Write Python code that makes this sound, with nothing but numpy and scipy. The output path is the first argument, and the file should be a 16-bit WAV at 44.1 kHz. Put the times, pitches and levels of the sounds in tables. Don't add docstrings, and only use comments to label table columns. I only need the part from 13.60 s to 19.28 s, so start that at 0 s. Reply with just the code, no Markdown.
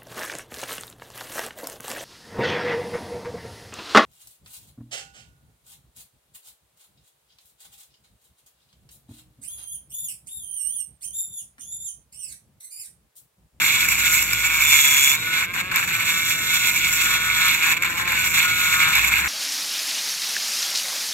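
import sys
import numpy as np
from scipy import signal
from scipy.fft import rfft, irfft, next_fast_len
from scipy.io import wavfile

SR = 44100
rng = np.random.default_rng(int(sys.argv[2]) if len(sys.argv) > 2 else 0)


def pcm_store(signal):
    levels = np.round(np.clip(np.atleast_2d(signal), -1, 1) * 32767)
    wavfile.write(sys.argv[1], SR, levels.astype(np.int16).T)


N = 250488
SIZE = next_fast_len(N + 4096)
HZ = np.arange(SIZE // 2 + 1) * SR / SIZE
T = np.arange(N) / SR
HALF_SIDE = np.array([[.5], [-.5]])


def from_db(db):
    return 10 ** (np.asarray(db) / 20)


def rms_one(x):
    return x / np.sqrt(np.mean(x ** 2) + 1e-20)


def in_time(rows):
    s, *columns = np.transpose(rows)
    return [np.interp(T, s, c) for c in columns]


def drift(rate_hz):
    r = np.exp(-2 * np.pi * rate_hz / SR)
    noise = rng.standard_normal(N + 9000)
    return rms_one(signal.lfilter([1], [1, -2 * r, r * r], noise)[9000:])


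def swell(start_s, end_s, attack_s, release_s):
    return np.clip((T - start_s) / attack_s, 0, 1) * np.clip((end_s - T) / release_s, 0, 1)


def spells(rows, rest_db, ramp_s):
    return from_db(rest_db) + sum(from_db(level_db) * swell(start_s, end_s, ramp_s, ramp_s)
                                  for start_s, end_s, level_db in rows)


def burst(s, level_db, ms):
    marks = np.zeros(N)
    marks[np.round(s * SR).astype(int)] = from_db(level_db)
    return signal.lfilter(np.hanning(int(ms * SR / 1000) + 2), [1], marks)


# (time [s], speed [turns/s])
SPINDLE_SPEED = [(0.0, 158.4), (0.14, 162.4), (0.4, 159.2), (0.58, 161), (0.66, 158.4), (0.84, 162),
                 (0.97, 160.2), (1.04, 146.5), (1.1, 144.4), (1.15, 144), (1.18, 140.4), (1.225, 139.7),
                 (1.31, 141.4), (1.365, 139.6), (1.385, 141.2), (1.43, 139.6), (1.515, 141.6), (1.555, 153),
                 (1.63, 161.5), (1.85, 165.5), (1.88, 173), (1.93, 180.5), (1.96, 174), (2.02, 179),
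                 (2.11, 189.5), (2.17, 177), (2.27, 169), (2.42, 165.5), (2.79, 164.5), (2.99, 161.4),
                 (3.47, 160), (3.72, 162.8), (3.88, 160), (4.14, 160), (4.22, 179), (4.25, 172.5),
                 (4.41, 172), (4.46, 177), (4.53, 172.8), (4.61, 165.2), (4.83, 159.6), (5.68, 158.2)]


def spindle():
    speed, = in_time(SPINDLE_SPEED)
    turn = 2 * np.pi * np.cumsum(speed * (1 + .001 * drift(30))) / SR
    return speed, turn


# (off [s], back [s], chip gain [dB])
LIFTS = [(0.33, 0.38, -3), (0.675, 0.722, -3), (1.555, 1.625, -4), (1.853, 1.935, -11.5),
         (2.013, 2.113, -13), (2.125, 2.14, -6), (2.245, 2.275, -6), (2.6, 2.65, -2), (2.75, 2.81, -2),
         (3.1, 3.155, -3), (3.25, 3.325, -4), (3.95, 4.025, -4), (4.125, 4.141, -4), (4.137, 4.168, -9),
         (4.176, 4.222, -14), (4.224, 4.233, -12), (4.236, 4.246, -14), (4.33, 4.37, -4), (4.42, 4.475, -7),
         (4.675, 4.74, -6), (4.855, 4.88, -4), (5.49, 5.513, -4)]


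def contact():
    attack_s, release_s = 0.012, 0.00072
    return from_db(sum(depth_db * swell(off_s, back_s, attack_s, release_s)
                       for off_s, back_s, depth_db in LIFTS))


def chips(turn, per_s, spread_db, bunching):
    size_db = spread_db * np.minimum(rng.exponential(1, (3, N)), 5)
    sizes = from_db(size_db) * rng.choice([-1, 1], (3, N))
    born = rng.random((3, N)) < per_s / SR
    return rms_one(sizes * born * (1 + np.clip(bunching, 0, 1) * np.cos(turn)))


def band(x, low_hz, high_hz):
    return signal.sosfilt(signal.butter(2, [low_hz, high_hz], "band", fs=SR, output="sos"), x)


# (start [s], end [s], added edge gain [dB])
CRISP_TAPS = [(0, .25, 6), (1.55, 1.85, 6), (2.42, 3.3, 7), (3.2, 4.0, 8), (4.25, 5.68, 3)]


def knocks(turn, touching, runout):
    flutes, tap_spread_db, scrape_ms = 9, 2, 5
    turns = (turn // (2 * np.pi)).astype(int)
    force = from_db(tap_spread_db * touching * rng.standard_normal(N)[turns])
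    tap = rms_one(np.diff(turns, prepend=0)) * force
    soft = signal.sosfilt(signal.butter(2, 3200, fs=SR, output="sos"), tap)
    edge = band(tap, 3300, 4700) + from_db(5) * band(tap, 5600, 8300)
    scrape = rng.standard_normal(int(scrape_ms * SR / 1000))
    edge = signal.fftconvolve(edge, scrape / np.linalg.norm(scrape))[:N]
    tap = soft + touching ** 2 * spells(CRISP_TAPS, rest_db=-2, ramp_s=.05) * edge
    flute = (flutes * turn // (2 * np.pi)).astype(int)
    strengths = np.array([drift(4.5) for _ in range(flutes)])
    strength = strengths[flute % flutes, np.arange(N)]
    bites = rms_one(np.diff(flute, prepend=0) * strength)
    bite_share = np.clip(touching * (1 - runout), 0, 1)
    return np.sqrt(1 - bite_share) * tap + np.sqrt(bite_share) * bites


# (time [s], relative ring level [dB], relative dust level [dB])
SNAGS = [(0.017, 4, -14), (0.0434, 2, -33), (0.239, -13, -17), (0.285, 2, -9), (0.289, 2, -18),
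         (0.309, 0, -28), (0.3223, 5, -20), (0.5817, -5, -23), (0.6245, 0, -9), (0.731, 2, -9),
         (0.9, 0, -25), (0.943, 0.5, -21), (0.9852, 2, -28), (1.007, 4, -17), (1.02, 3, -10),
         (1.0263, 1, -19), (1.057, 2, -28), (1.0637, -4, -24), (1.0838, 2, -12), (1.0896, 1, -11),
         (1.1079, 3, -9.5), (1.1414, 5.5, -13), (1.154, 1, -18), (1.2106, 4, -17), (1.2823, 0, -20),
         (1.3105, 6, -29), (1.3886, 1, -19), (1.4038, 3, -16), (1.4314, 2, -27), (1.4738, 8, -8),
         (1.5152, 3, -10), (1.825, 1, -22), (1.8435, -3, -28), (1.939, -5, -20.5), (1.963, -6, -30),
         (1.976, -8, -32), (2.114, -2, -32), (2.1517, -1, -30), (2.1576, -1, -10), (2.1685, 0, -21),
         (2.173, -16, -22), (2.5621, -6, -22), (2.938, 0, -10), (2.944, -7, -11), (2.951, -11, -25),
         (3.112, 0, -27), (3.1617, 0, -15), (3.1748, 0, -16), (3.689, -3, -21), (3.7, 4, -26),
         (3.7115, 2, -29), (3.726, -7, -29), (3.8805, 4, -12), (3.911, -5, -15), (4.032, 3, -24),
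         (4.0932, -8, -21), (4.134, -2, -21), (4.169, -11, -31), (4.1726, -16, -33), (4.222, 1, -19),
         (4.2336, 4, -25), (4.2506, -13, -32), (4.5194, 3, -15), (4.7825, 1, -14), (4.89, 1, -30),
         (5.008, -13, -14), (5.1259, 3.5, -15), (5.3334, -2, -16), (5.352, 4, -8), (5.3635, -2, -17),
         (5.39, -4, -29), (5.414, 1, -18), (5.4453, 7, -16), (5.533, -9, -25), (5.5378, 9.5, -31),
         (5.644, 0, -27)]


def snags():
    snag_s, ring_db, dust_db = np.transpose(SNAGS)
    judder = burst(snag_s, ring_db, ms=2.63) * np.sin(2 * np.pi * 2300 * T)
    spray = burst(snag_s, dust_db, ms=5.5) * rng.standard_normal(N)
    return judder, spray


def body(modes, shared, own, trail):
    alike, apart, total, lead = 0, 0, 1e-9, 0
    for hz, width_hz, level_db, pan_db, lead_rad, share in modes:
        off = ((HZ + 1) / hz - hz / (HZ + 1)) * hz / width_hz
        power = from_db(2 * level_db) / (1 + off ** 2) ** 3
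        heard = power * from_db(2 * pan_db * HALF_SIDE)
        share = np.clip(share, 0, 1)
        alike = alike + share * heard
        apart = apart + (1 - share) * heard
        total = total + power
        lead = lead + lead_rad * power
    cepstrum = irfft(np.log(total) / 2, SIZE)
    cepstrum[SIZE // 2:] = 0
    phase = 2 * np.clip(trail, 0, 1) * rfft(cepstrum).imag
    both = np.sqrt(alike) * np.exp(1j * HALF_SIDE * lead / total) * rfft(shared, SIZE)
    both = both + np.sqrt(apart) * rfft(own, SIZE)
    ring = irfft(both * np.exp(1j * phase), SIZE)[:, :N]
    return ring / np.sqrt(np.mean(alike + apart))


# (time [s], chips [dB], treble above chips [dB],
# slab above chips [dB], knocking above chips [dB])
BITE = [(0.0, -22, -5.5, -5, -12), (0.3, -20.5, -5.5, -8, -13.5), (0.6, -20.5, -1.5, -7, -13.5),
        (0.8, -24.5, -5.5, -7, -8.5), (0.95, -27, -2.5, -5.5, -3), (1.09, -18, -2, -9.5, -11.5),
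        (1.5, -22, 0, -8.5, -12.5), (1.58, -24, -5, -7, -12), (1.7, -26.5, -7.5, -4, -9),
        (1.82, -23, -5.5, -4, -13), (1.87, -24.5, -11, -3.5, -10.5), (1.92, -26.5, -11, -4, -7),
        (1.97, -28, -7, 1.5, -29), (2.03, -26.5, -7.5, -2, -13), (2.1, -22, -11, -3.5, -13),
        (2.16, -22, -7.5, 0, -20), (2.35, -23.5, -5.5, -6, -19), (2.56, -24.5, -4.5, -6, -8.5),
        (2.66, -26, -2, -7, -7.5), (2.85, -27.5, -1, -6, -7.5), (2.95, -23.5, -1.5, -7.5, -7),
        (3.36, -21, -3.5, -7, -17), (3.55, -25, -6, -4, -9), (3.9, -22.5, -6.5, -4.5, -10.5),
        (4.1, -20.5, -6, -4.5, -10), (4.26, -25, -8.5, 0, -17.5), (4.35, -25.5, -7, 0.5, -13),
        (4.45, -25.5, -9, -1.5, -14), (4.56, -23, -8, -3.5, -14), (4.68, -23.5, -1, -4.5, -11),
        (4.8, -20, -6, -5.5, -12), (4.9, -23, -7.5, -7, -9), (5.05, -25, -5, -6.5, -7.5),
        (5.27, -21.5, -7.5, -4.5, -12), (5.36, -18, -8, -4, -8.5), (5.68, -22, -8, -2, -32)]
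# (centre [Hz], about twice the half-power width [Hz], relative level [dB],
# left over right [dB], left phase lead [rad], left-right likeness [0-1])
SLAB_MODES = [(832, 200, -4.5, -2, .1, 0.2), (1055, 252, 2.5, 3, 0.9, 1), (1435, 605, 5, 3.5, 1.3, 1),
              (1760, 1000, 7, 5, 1.7, 0)]
SHANK_MODES = [(2120, 120, 0.5, -17, -1.5, 0.73), (2288.4, 390, 7, -2, 0.35, .9),
               (2558, 324, 0, -11.5, -1, 0.83), (2776, 365, -4, 9.5, -0.34, 0.86),
               (3346, 267, -9, -16.5, 1, 1), (3636, 680, -3.5, 2, 4, 0.9), (4260, 1140, -8.5, -3, 4, 0.8)]
HOUSING_MODES = [(5200, 680, -5.5, 6, 2.69, 1), (5875, 1050, -1.5, -3.5, 3.87, 0.12),
                 (6910, 390, 5, 1, 11.1, 0.093), (6914, 1200, -3.5, 10.5, 10.9, 0.067),
                 (7520, 760, 6, -2.5, 17.4, 0.056), (7940, 630, -5, 8, 34, 0.11),
                 (9570, 1100, -19, -5, 26, 0.62), (11100, 5700, -9.5, -4, 16.93, 0.33),
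                 (12500, 640, 2, -13, 20.6, 0.69), (13900, 5700, -7.5, -6.5, 21.7, 0.17),
                 (15000, 600, -8, 10, 57, 0.36)]


def cutting(turn):
    cut_db, treble_db, slab_db, knock_db = in_time(BITE)
    touching = contact()
    bite_db = cut_db + 1.71 * drift(9.9)
    knock = knocks(turn, touching, runout=.65) * from_db(knock_db) * touching ** -.05
    stream = chips(turn, per_s=6000.0, spread_db=2.0, bunching=.2) * from_db(0.6 * drift(30))
    judder, spray = snags()
    slab = from_db(bite_db + slab_db - 1.5)
    slab_blows = slab * from_db(9.5) * knock * touching ** 0.14 + from_db(-12.0) * spray
    shank_blows = from_db(bite_db + 5.5) * knock + from_db(-23.5) * judder
    housing_gain = from_db(bite_db + treble_db + 2.0) * touching ** 0.89
    housing_blows = spray + from_db(bite_db + 3) * knock
    return stream, [(SLAB_MODES, slab * touching, slab_blows),
                    (SHANK_MODES, from_db(bite_db - 0.5) * touching, shank_blows),
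                    (HOUSING_MODES, housing_gain, housing_blows)]


def bodies(stream, parts):
    out = 0
    for modes, gain, blows in parts:
        grains = stream * gain * from_db(1.31 * drift(18.7))
        out = out + body(modes, grains[0] + blows, grains[1:], trail=0.37)
    return out


# (multiple of the turn rate, peak level at 160.5 turns/s before flicker [dB])
UNBALANCE = [(1, -52), (2, -54), (3, -55.5), (4, -57)]


def spindle_hum(speed, turn):
    db_per_turn_per_s, flicker_db, out = 0.15, 2.5, 0
    for multiple, level_db in UNBALANCE:
        level_db = level_db + db_per_turn_per_s * (speed - 160.5) + flicker_db * drift(4.3)
        out = out + from_db(level_db) * np.sin(round(multiple) * turn)
    return out


# (start [s], end [s], added gain [dB])
DRONES = [(2.454, 2.574, -46), (3.957, 4.175, -42.5), (4.324, 4.58, -36.5), (5.412, 5.53, -44)]


def slab_drone(turn):
    tones = .5 * np.sin(5 * turn) + np.sin(6 * turn)
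    return spells(DRONES, rest_db=-49.5, ramp_s=.04) * tones


# (frequency [Hz], density [dB per Hz])
TRAFFIC_SPECTRUM = [(15, -42), (25, -22), (40, -15.5), (108, -1.5), (183, -5.5), (262, -10.5), (319, -10.5),
                    (379, -14.5), (482, -17), (572, -19), (750, -20.5), (980, -55), (1650, -120)]
# (time [s], RMS level [dB])
RUMBLE_LEVEL = [(0.0, -41.5), (1.47, -46), (1.66, -43), (5.62, -41), (5.68, -39)]


def traffic():
    hz, density_db = np.transpose(TRAFFIC_SPECTRUM)
    colour = from_db(np.interp(np.log(HZ + 1), np.log(hz), density_db))
    mid, side = rfft(rng.standard_normal((2, N)), SIZE) * colour
    side = side * np.clip(HZ / 536, .05, .8)
    rumble = rms_one(irfft([mid + side, mid - side], SIZE)[:, :N])
    return from_db(in_time(RUMBLE_LEVEL)[0] + 0.51 * drift(0.64)) * rumble


# (centre [Hz], width of one filter pass [Hz], RMS level [dB])
HUMS = [(104.3, 8.8, -51), (174, 61, -53.5)]


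def hums():
    out = 0
    for hz, width_hz, level_db in HUMS:
        b, a = signal.iirpeak(hz, hz / width_hz, SR)
        once = signal.lfilter(b, a, rng.standard_normal(N))
        out = out + from_db(level_db) * rms_one(signal.lfilter(b, a, once))
    return out


# (start [s], end [s], first pitch [Hz], last pitch [Hz], full RMS level before pan [dB])
ENGINE_REVS = [(0.106, 1.248, 65, 49, -44), (1.75, 2.3, 59, 45, -55), (2.5, 3.2, 61, 57, -59),
               (3.1, 4.05, 53, 53, -47.5), (4.3, 4.9, 61, 63, -47), (4.85, 5.298, 49, 53, -52),
               (5.264, 6.003, 50.4, 83, -40)]


def engine():
    swell_s, fade_s, out = 0.15, 0.19, 0
    for start_s, end_s, first_hz, last_hz, level_db in ENGINE_REVS:
        pitch_hz = np.interp(T, [start_s, end_s], [first_hz, last_hz])
        note = np.sin(2 * np.pi * np.cumsum(pitch_hz) / SR)
        out = out + from_db(level_db) * swell(start_s, end_s, swell_s, fade_s) * note
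    return np.sqrt(2) * out * from_db(2.4 * HALF_SIDE)


# (start [s], end [s], added gain [dB])
WHINES = [(0.17, 0.3, -36), (0.4, 0.6, -32), (0.66, 0.99, -38.5), (1.62, 1.84, -34), (2.29, 2.65, -39),
          (2.6, 2.93, -40.5), (2.88, 3.17, -36), (3.18, 3.42, -35.5), (3.37, 3.94, -31.5),
          (4.02, 4.13, -36), (4.5, 4.69, -32), (4.8, 5.36, -30)]
# (start [s], end [s], added depth [dB])
THROB_SWELLS = [(2.3, 2.95, 3.5), (3.45, 3.78, -1), (3.78, 3.94, 7), (5.08, 5.37, 2.5)]


def flute_whine(turn):
    gain = spells(WHINES, rest_db=-46.5, ramp_s=0.062)
    gain = gain * from_db(2.0 * drift(66)) * from_db(3 * HALF_SIDE)
    throb = 0.65 * np.cos(turn + 2.2) + 0.5 * np.cos(2 * turn + 1.9)
    gain = gain * (1 + spells(THROB_SWELLS, rest_db=-6.0, ramp_s=0.063) * throb)
    return np.sqrt(2) * gain * np.sin(9 * turn + 0.48 * np.sin(turn + 4.7) + 1.1 * HALF_SIDE)


def squeal(turn):
    order, sway_rad, throb = 24, .55, .45
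    wavering = turn + 0.035 * drift(21)
    sway = sway_rad * np.sin(wavering)
    low = from_db(-20.5 + 1.5 * drift(34)) * np.sin(order * wavering + sway + 2.2 * HALF_SIDE)
    octave = from_db(-25.5 + 2.0 * drift(30)) * np.sin(2 * order * wavering + sway)
    loaded = swell(0.99, 1.55, attack_s=0.1, release_s=0.025)
    loaded = loaded + from_db(-14) * swell(1.53, 1.65, attack_s=.03, release_s=.03)
    return loaded * (low + octave) * (1 + throb * np.cos(wavering))


def tool():
    speed, turn = spindle()
    stream, parts = cutting(turn)
    out = squeal(turn) + bodies(stream, parts)
    return out + flute_whine(turn) + slab_drone(turn) + spindle_hum(speed, turn)


def scene():
    return tool() + traffic() + hums() + engine()


def record(dry):
    lowpass = signal.ellip(12, .5, 70, CUTOFF_HZ := 15750, fs=SR, output="sos")
    return signal.sosfilt(lowpass, np.clip(dry, -.85, .85))


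dry = scene()
out = record(dry)
pcm_store(out)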